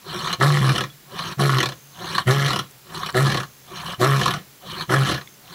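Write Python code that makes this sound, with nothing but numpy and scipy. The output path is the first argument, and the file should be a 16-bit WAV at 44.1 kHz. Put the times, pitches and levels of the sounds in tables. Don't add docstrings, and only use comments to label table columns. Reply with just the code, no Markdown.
import sys
import numpy as np
from scipy import signal
from scipy.fft import rfft, irfft
from scipy.io import wavfile
from scipy.ndimage import uniform_filter1d

SR = 44100
rng = np.random.default_rng(int(sys.argv[2]) if len(sys.argv) > 2 else 0)


def amp(db):
    return 10 ** (np.asarray(db, float) / 20)


def write(x):
    x = np.atleast_2d(x).T
    wavfile.write(sys.argv[1], SR, np.round(np.clip(x, -1, 1) * 32767).astype(np.int16))


N = 244314

# f/Hz, density/dB per Hz
HISS = [(80, -12), (200, 0), (450, -3), (650, -5.5), (1400, -6), (4000, -8), (6200, -8), (7100, -11),
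        (8700, -14), (10000, -10.5), (11700, -8.5), (13000, -13.5), (14400, -6.5), (15400, -6)]
HISS_DB = -47.5
# f/Hz, level/dB
WHINE = [(7558, -62.5), (8150, -80), (9378, -81), (15122, -69), (15149, -87), (15735, -86)]
# f/Hz, width/Hz, level/dB
WIND = [(55, 60, -72), (139, 9, -56.5)]

# start t/s, throat shuts t/s, flowing rasp level/dB, last rasp level/dB
BREATHS = [
    (.005, 0.343, -34, -33.5),
    (1.057, 1.325, -36, -34.5),
    (1.911, 2.21, -36.5, -32.5),
    (2.841, 3.099, -35.5, -39.5),
    (3.634, 3.936, -40, -33.5),
    (4.591, 4.833, -37.5, -36.5),
    (5.429, 5.7, -41.5, -36),
]
DRAW_S, FIRST_DRAW_DB, CLOSE_S = 0.13, -6.5, 0.034
# chest, throat, mouth rasp, brightness level/dB
DRAWN_DB = (-2.5, -6, 0.5, -3)
DRAWN_LATE_DB = (0, 5, 1.3, 0)
SHUT_DB, QUIET_DB = -40, -65.5

# t/s, peak level/dB, brightness level/dB
FLAPS = [(.2516, -13.5, -13), (.272, -13, -11), (.303, -17.5, -23), (.3277, -11.5, -3.5), (.4099, -6, -35),
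         (.4273, -14, -7), (.6913, -9, -11), (1.1889, -16.5, -9), (1.3932, -13.5, -29), (1.4928, -6.5, -22),
         (2.1495, -13.5, -6.5), (2.1801, -5, -13), (2.2792, -9.5, -33), (2.308, -12.5, -4.5),
         (2.366, -19, -23), (2.9443, -25.5, -0.5), (3.0301, -14.5, -21), (3.0606, -20.5, -2),
         (3.0879, -13.5, -20), (3.1439, -11, -19), (3.1697, -10, -41), (3.266, -10.5, -12),
         (4.0163, -29, -22), (4.0426, -14.5, -5.5), (4.1177, -13, -20), (4.8079, -16, -10.5),
         (4.8929, -8, -35), (4.9142, -6.5, -33), (4.938, -4, -19), (5.0478, -14, -30)]
# first t/s, last t/s, first level/dB, middle level/dB, last level/dB
FLUTTERS = [(0.7587, 0.8367, -10, -7, -17), (1.583, 1.7194, -8.5, -5, -23.5),
            (2.462, 2.5892, -15, -11.5, -10.5), (3.2997, 3.4314, -14.5, -7, -19),
            (4.1946, 4.234, -12.5, -9.5, -19), (4.257, 4.337, -7.5, -9, -14.5),
            (5.0922, 5.211, -8.5, -11, -24)]
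FLUTTER_BRIGHT_DB = (-10, -10, -8, -12.5, -16, -9.5, -14.5)
FLUTTER_COUNTS, SLOWING = (4, 6, 6, 6, 3, 4, 5), 1.2

# start t/s, note breaks t/s, flutter ends t/s, note level/dB, note level in the burst/dB
GRUNTS = [
    (0.397, .61, 0.57, -15.5, -17.5),
    (.612, 0.737, 0.84, -17, -15.5),
    (1.384, 1.602, 1.704, -18.5, -16),
    (2.265, 2.489, 2.61, -19.5, -14.5),
    (3.141, 3.31, 3.415, -17.5, -18),
    (3.995, 4.224, 4.375, -17.5, -20),
    (4.891, 5.077, 5.166, -16.5, -19),
]
# steady rasp level/dB, burst above it/dB, flutter against it/dB
AIRFLOW = [(-29.5, 5.5, -9), (-30, 1, 1), (-30, 5, -4.5), (-29, 4.5, 0.5), (-29, 6, 0), (-29, 7, 1),
           (-29.5, 5.5, 4)]
ATTACK_S, BURST_S, SETTLE_S, BREAK_S, FADE_S = 0.012, 0.04, 0.1, .022, 0.076
LAG = 0.62
HUM_ON_S, HUM_ON_DB = .05, -52.5
LINGER = 0.19
NOTE_SAG_DB, BROKEN_DB, FLUTTER_SAG_DB, LAST_RASP_DB = -1, -10, -4, -10.5
# level/dB, burst share, sag to the break/dB, flutter weakening share, burst quickness
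THROAT_AIR = (-2, 1.78, -1.5, 0.7, 0.96)
BRIGHT_AIR = (-6, 0.54, 1.4, 1.23, 2)

# first f/Hz, risen f/Hz, last f/Hz, strong-weak pairing at first/0-1, pairing held/0-1
FOLDS = [(130, 147, 141, .1, .8), (137, 128, 134, .7, .7), (139, 141, 127, .5, .4), (124, 141, 136, .1, .1),
         (122, 139, 136, .1, .3), (120, 138, 136, .1, .15), (122, 139, 129, .1, .15)]
GRIP_S, RISE_S, LAST_PAIRING = .04, .08, .55
CLEAR_FIRST, CLEAR_HELD, CLEAR_LAST, CLEAR_BROKEN = .7, .96, .89, .15
# multiple of the note, level/dB
OVERTONES = [(2, -6), (3, 3), (4, -6), (5, -4), (6, -10), (1.5, -8), (2.5, -1), (3.5, -4), (4.5, -6),
             (5.5, -8)]

# f/Hz, width/Hz, level/dB
THROAT = [(290, 84, -1.5), (377, 186, -4), (511.7, 31, 2), (573, 38, -7), (715.5, 60, 3), (207, 68, -13.5)]
# f/Hz, width/Hz, level/dB
MOUTH = [(1102, 179, 2), (1321, 150, -2.5), (1474, 105, -4.5), (1686, 124, -0.5), (1886, 436, -6.5),
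         (832, 136, -15)]
# f/Hz, width/Hz, level/dB
BRIGHT = [(2306, 340, -2.5), (2878, 620, -4), (3045, 470, 4), (3500, 320, -3), (4080, 574, 1.5),
          (5086, 224, -7), (5500, 410, -5.5), (6170, 930, -11.5)]
# f/Hz, width/Hz, level/dB
AIR = [(7500, 1250, 3.5), (9720, 1900, 2.5), (11400, 1300, 0), (13200, 2100, -3)]
# f/Hz, width/Hz, level/dB
THROAT_IN = [(298, 18, -4), (369, 63, 0.5), (530, 150, -5.5), (726, 51, 3.5)]
# f/Hz, width/Hz, level/dB
MOUTH_IN = [(930, 190, -2.5), (1123, 300, 2), (1367, 187, -5), (1660, 360, -2.5)]
# f/Hz, width/Hz, level/dB
BRIGHT_IN = [(2370, 290, -4.5), (2997, 325, 0.5), (3484, 670, -3.5), (4155, 420, 1), (4890, 660, -14.5),
             (5580, 330, -9), (6380, 580, -10)]

# delay t/s, level/dB
ECHOES = [(.43, -40), (.47, -39), (.53, -42), (.6, -45)]
# t/s, peak level/dB, f/Hz, ring/s
TICKS = [(.901, -39.5, 3380, 0.037), (2.711, -38, 8800, .003), (2.711, -36.5, 7900, .003),
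         (3.105, -31, 9100, 0.0036), (3.104, -28, 5500, .004), (3.112, -41, 4200, .004),
         (3.126, -34, 4500, .004), (3.126, -31, 7500, .003), (5.274, -34.5, 3500, .01),
         (5.275, -34.5, 2150, 0.009), (5.479, -35, 2870, 0.0036)]
# start t/s, end t/s, level/dB
TRILLS = [
    (1.686, 2.034, -69.5),
    (3.415, 3.679, -73),
    (4.794, 5.354, -70),
]


def rms_one(x):
    return x / np.sqrt(np.mean(x ** 2) + 1e-20)


def gains(tables):
    t, out = np.arange(N) / SR, 0
    for rows in tables:
        s, *columns = np.transpose(rows)
        tracks = [amp(np.interp(t, s, column, left=-120, right=-120)) for column in columns]
        out = out + np.array(tracks)
    return uniform_filter1d(out, size=90, axis=1)


def resonate(x, hz, width_hz):
    r = np.exp(-np.pi * width_hz / SR)
    feedback = [1, -2 * r * np.cos(2 * np.pi * hz / SR), r * r]
    return signal.lfilter([(1 - r * r) / 2, 0, (r * r - 1) / 2], feedback, x)


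def drift(rate_hz):
    r = np.exp(-2 * np.pi * rate_hz / SR)
    white = rng.standard_normal(N + 9000)
    return rms_one(signal.lfilter([1], [1, -2 * r, r * r], white)[9000:])


def tube(x, modes, patchy_db=0):
    wander = amp(1.45 * patchy_db * np.tanh(drift(16.7))) if patchy_db else np.ones(N)
    out = 0
    for k, (hz, width_hz, db) in enumerate(modes):
        ring = resonate(resonate(x, hz, 1.17 * width_hz), hz, 1.17 * width_hz)
        out = out + (-1) ** k * amp(db) * np.roll(wander, 20011 * k) * ring
    return out


def evened(x, span_s):
    return x / np.sqrt(uniform_filter1d(x ** 2, size=int(span_s * SR)) + 1e-12)


def hiss():
    hz = np.fft.rfftfreq(N, 1 / SR) + 1
    table_hz, table_db = np.transpose(HISS)
    colour = amp(np.interp(np.log(hz), np.log(table_hz), table_db))
    noise = rms_one(irfft(rfft(rng.standard_normal(N)) * colour, N))
    t = np.arange(N) / SR
    lines = sum(amp(db - 0.5) * np.sin(2 * np.pi * f * t) for f, db in WHINE)
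    stir = tube(30 * rng.standard_normal(N), WIND)
    return amp(HISS_DB) * noise + lines + stir


def breath(start, shuts, flowing_db, last_db):
    s = [start, start + 0.63 * DRAW_S, start + DRAW_S, shuts, shuts + CLOSE_S]
    rasp = np.array([QUIET_DB, flowing_db + FIRST_DRAW_DB, flowing_db, last_db, last_db - 32.0])
    swelling = np.array([1, 1, 0, 0, 0])
    layers = [rasp + db + late * swelling for db, late in zip(DRAWN_DB, DRAWN_LATE_DB)]
    return np.transpose([s, *layers])


def all_flaps():
    rows = list(FLAPS)
    for (first, last, *db), count, bright_db in zip(FLUTTERS, FLUTTER_COUNTS, FLUTTER_BRIGHT_DB):
        along = np.linspace(0, 1, count)
        s = first + (last - first) * along ** SLOWING
        rows += zip(s, np.interp(along, [0, .5, 1], db), np.full(count, bright_db))
    return rows


def flaps(bright, decay_s, noise, snap_db):
    s, peak_db, bright_db = np.transpose(all_flaps())
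    at = ((s + .0006) * SR).astype(int)
    kicks = np.zeros(N)
    kicks[at] = amp(peak_db + bright * bright_db)
    snaps = amp(snap_db) * kicks
    kicks[at + int(.007 * SR)] += 0.097 * kicks[at]
    fall = signal.lfilter([1], [1, -np.exp(-1 / (decay_s * SR))], kicks + 1e-18)
    return signal.lfilter([.06], [1, -.94], fall) * noise + snaps


def grunt(push, airflow):
    start, breaks, end, note, early = push
    rasp, burst, flutter = airflow
    s = [start - ATTACK_S, start + ATTACK_S, start + BURST_S, start + SETTLE_S, breaks - BREAK_S,
         breaks + BREAK_S / 2, end, end + FADE_S, end + FADE_S + HUM_ON_S]
    broken = note + BROKEN_DB
    onset = early - 3.0 - LAG * max(note - early, 0)
    chest = [SHUT_DB, onset, early, note, note + NOTE_SAG_DB,
             broken, broken + FLUTTER_SAG_DB, HUM_ON_DB, QUIET_DB]
    opening = np.array([.7, 1, LINGER, 0, 0, 0])
    later = np.array([0, 0, 0, 1, 1, 1])
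    weak = np.array([0, 0, 0, 0, flutter, flutter + LAST_RASP_DB])
    airway = []
    for db, share, sag, weaken, quick in [THROAT_AIR, (0, 1, 0, 1, 1), BRIGHT_AIR]:
        blown = rasp + db + share * burst * opening ** quick + sag * later + weaken * weak
        airway.append([SHUT_DB + db - 15.0, *blown, QUIET_DB, QUIET_DB - 7])
    return np.transpose([s, chest, *airway])


def folds(sounding):
    t, points, clear = np.arange(N) / SR, [], CLEAR_BROKEN
    for (start, breaks, *_), (first, risen, last, early, held) in zip(GRUNTS, FOLDS):
        end = breaks - BREAK_S
        points += [(start, first, early),
                   (start + GRIP_S, first + (risen - first) / 4, early),
                   (start + RISE_S, risen, held),
                   (end - GRIP_S / 2, last + (risen - last) / 5, held),
                   (end, last, max(held, LAST_PAIRING))]
        s = [start, start + GRIP_S, end - GRIP_S, end, breaks + BREAK_S / 2]
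        shares = [CLEAR_FIRST, CLEAR_HELD, CLEAR_HELD, CLEAR_LAST, CLEAR_BROKEN]
        clear = np.maximum(clear, np.interp(t, s, shares, left=0))
    s, pitch_hz, pairing = np.transpose(points)
    cycles = np.cumsum(np.interp(t, s, pitch_hz) * (1 + .006 * drift(25))) / SR
    return cycles, clear * sounding, np.interp(t, s, pairing)


def overtones(cycles, pairing):
    out, flicker = 0, drift(12)
    for k, db in OVERTONES:
        share = pairing if k % 1 else 1 - pairing
        sway = amp(db + 2.5 * np.roll(flicker, int(k * 31000)))
        out = out + np.sqrt(share) * sway * np.sin(2 * np.pi * k * cycles - 1.51 * k)
    return rms_one(out)


def lion():
    out = gains(map(grunt, GRUNTS, AIRFLOW))
    drawn = gains(breath(*row) for row in BREATHS)
    level = out + drawn
    exhaling = uniform_filter1d(1. * (out[2] > drawn[2]), size=200)
    inhaling = 1 - exhaling
    cycles, clear, pairing = folds(out[0] > drawn[0])
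    white = rng.standard_normal((4, N))

    note = amp(1.4 * drift(10)) * np.sqrt(2) * np.sin(2 * np.pi * cycles)
    hum_out = evened(tube(white[0], [(134, 28, 0), (195, 36, -9)]), .04)
    hum_in = evened(tube(white[0], [(160, 45, 0), (205, 40, -13)]), .09)
    chest = out[0] * (np.sqrt(clear) * note + np.sqrt(1 - clear) * hum_out) + drawn[0] * hum_in

    opening = np.exp(1.1 * clear * np.cos(2 * np.pi * (cycles - .2)))
    low_air = evened(white[1] * opening * amp(1.7 * drift(69)), 0.0345)
    high_air = evened(white[2] * opening ** 0.32 * amp(4.7 * np.tanh(drift(55))), 0.0197)

    jitter = (.03 + .1 * pairing) * drift(120)
    closing = np.diff(np.maximum.accumulate(np.floor(cycles - .12 + jitter)), prepend=0)
    strong_weak = np.sign(np.sin(np.pi * cycles))
    pulses = 13 * clear * closing * amp(3.5 * white[3] + 4 * pairing * strong_weak)

    slap = evened(white[3], .0015)
    tonal = np.clip(.99 * clear * (1 - .3 * pairing), 0, 1)
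    throat_noise = rms_one(tube(low_air, THROAT, patchy_db=2.5))
    throat = out[1] * (np.sqrt(tonal) * overtones(cycles, pairing) + np.sqrt(1 - tonal) * throat_noise)
    throat += drawn[1] * rms_one(tube(low_air, THROAT_IN, patchy_db=7.0))

    mouth_in = level[2] * (np.sqrt(1 - 0.21 * clear) * low_air + pulses)
    mouth_in += amp(-9.0) * flaps(bright=0, decay_s=0.0065, noise=slap, snap_db=16.5)
    mouth = tube(exhaling * mouth_in, MOUTH, patchy_db=3.5)
    mouth = amp(14.5) * (mouth + tube(inhaling * mouth_in, MOUTH_IN, patchy_db=1.5))

    bright_in = level[3] * high_air
    bright_in += amp(-6) * flaps(bright=1, decay_s=0.0073, noise=slap, snap_db=17)
    bright = tube(exhaling * bright_in, BRIGHT, patchy_db=3.0)
    bright = amp(12.5) * (bright + tube(inhaling * bright_in, BRIGHT_IN, patchy_db=5.5))

    blowing = amp(-8) * out[1] * clear * high_air
    air = amp(-7.5) * tube((exhaling + 0.96 * inhaling) * bright_in + blowing, AIR, patchy_db=-2.5)

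    knocks = flaps(bright=0, decay_s=0.004, noise=slap, snap_db=11.0)
    throat += amp(4) * tube((exhaling + 0.5 * inhaling) * knocks, THROAT)

    thump = (1 - clear) * (amp(11.5) * out[1] + amp(10.5) * drawn[1]) * white[2]
    rumble = tube(thump, [(66, 130, 7.9)])
    return chest + rumble, throat + mouth + bright + air


def ground(x):
    t = np.arange(int(.12 * SR)) / SR
    tail = rng.standard_normal(len(t)) * amp(-60 * t / 0.14) * (t > .004)
    dull_tail = signal.lfilter([.3], [1, -.6], tail)
    return amp(-31.5) * signal.fftconvolve(x, dull_tail)[:N]


def tree_line(x):
    low = tube(x, [(131, 72, 0)])
    return sum(amp(db) * np.pad(low, (int(lag_s * SR), 0))[:N] for lag_s, db in ECHOES)


def ticks():
    out = np.zeros(N)
    for s, db, hz, ring_s in TICKS:
        at = int(s * SR)
        t = np.arange(N - at) / SR
        out[at:] += amp(db) * np.exp(-np.log(1000) * t / ring_s / 2) * np.sin(2 * np.pi * hz * t)
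    return out


def cricket():
    t, out = np.arange(N) / SR, np.zeros(N)
    for start, end, db in TRILLS:
        stroke = ((t - start) * 61.0) % 1
        hz = 6850 - 1150 * stroke
        shape = np.sin(np.pi * np.clip(stroke / 0.77, 0, 1)) ** 2
        tone = np.sin(2 * np.pi * np.cumsum(hz) / SR)
        out += amp(db + 20.5) * shape * (t > start) * (t < end) * tone
    return out


def scene():
    chest, airway = lion()
    voice = chest + airway + ground(airway) + tree_line(chest)
    return (voice + ticks() + cricket() + hiss())[None]


def top_cut(x):
    return signal.sosfilt(signal.butter(12, 16000, fs=SR, output="sos"), x)


def record(dry):
    cut = signal.ellip(12, .2, 80, 15750, fs=SR, output="sos")
    limited = 1.1 * np.tanh(dry / 1.1)
    return top_cut(signal.sosfilt(cut, limited))


dry = scene()
out = record(dry)
write(out)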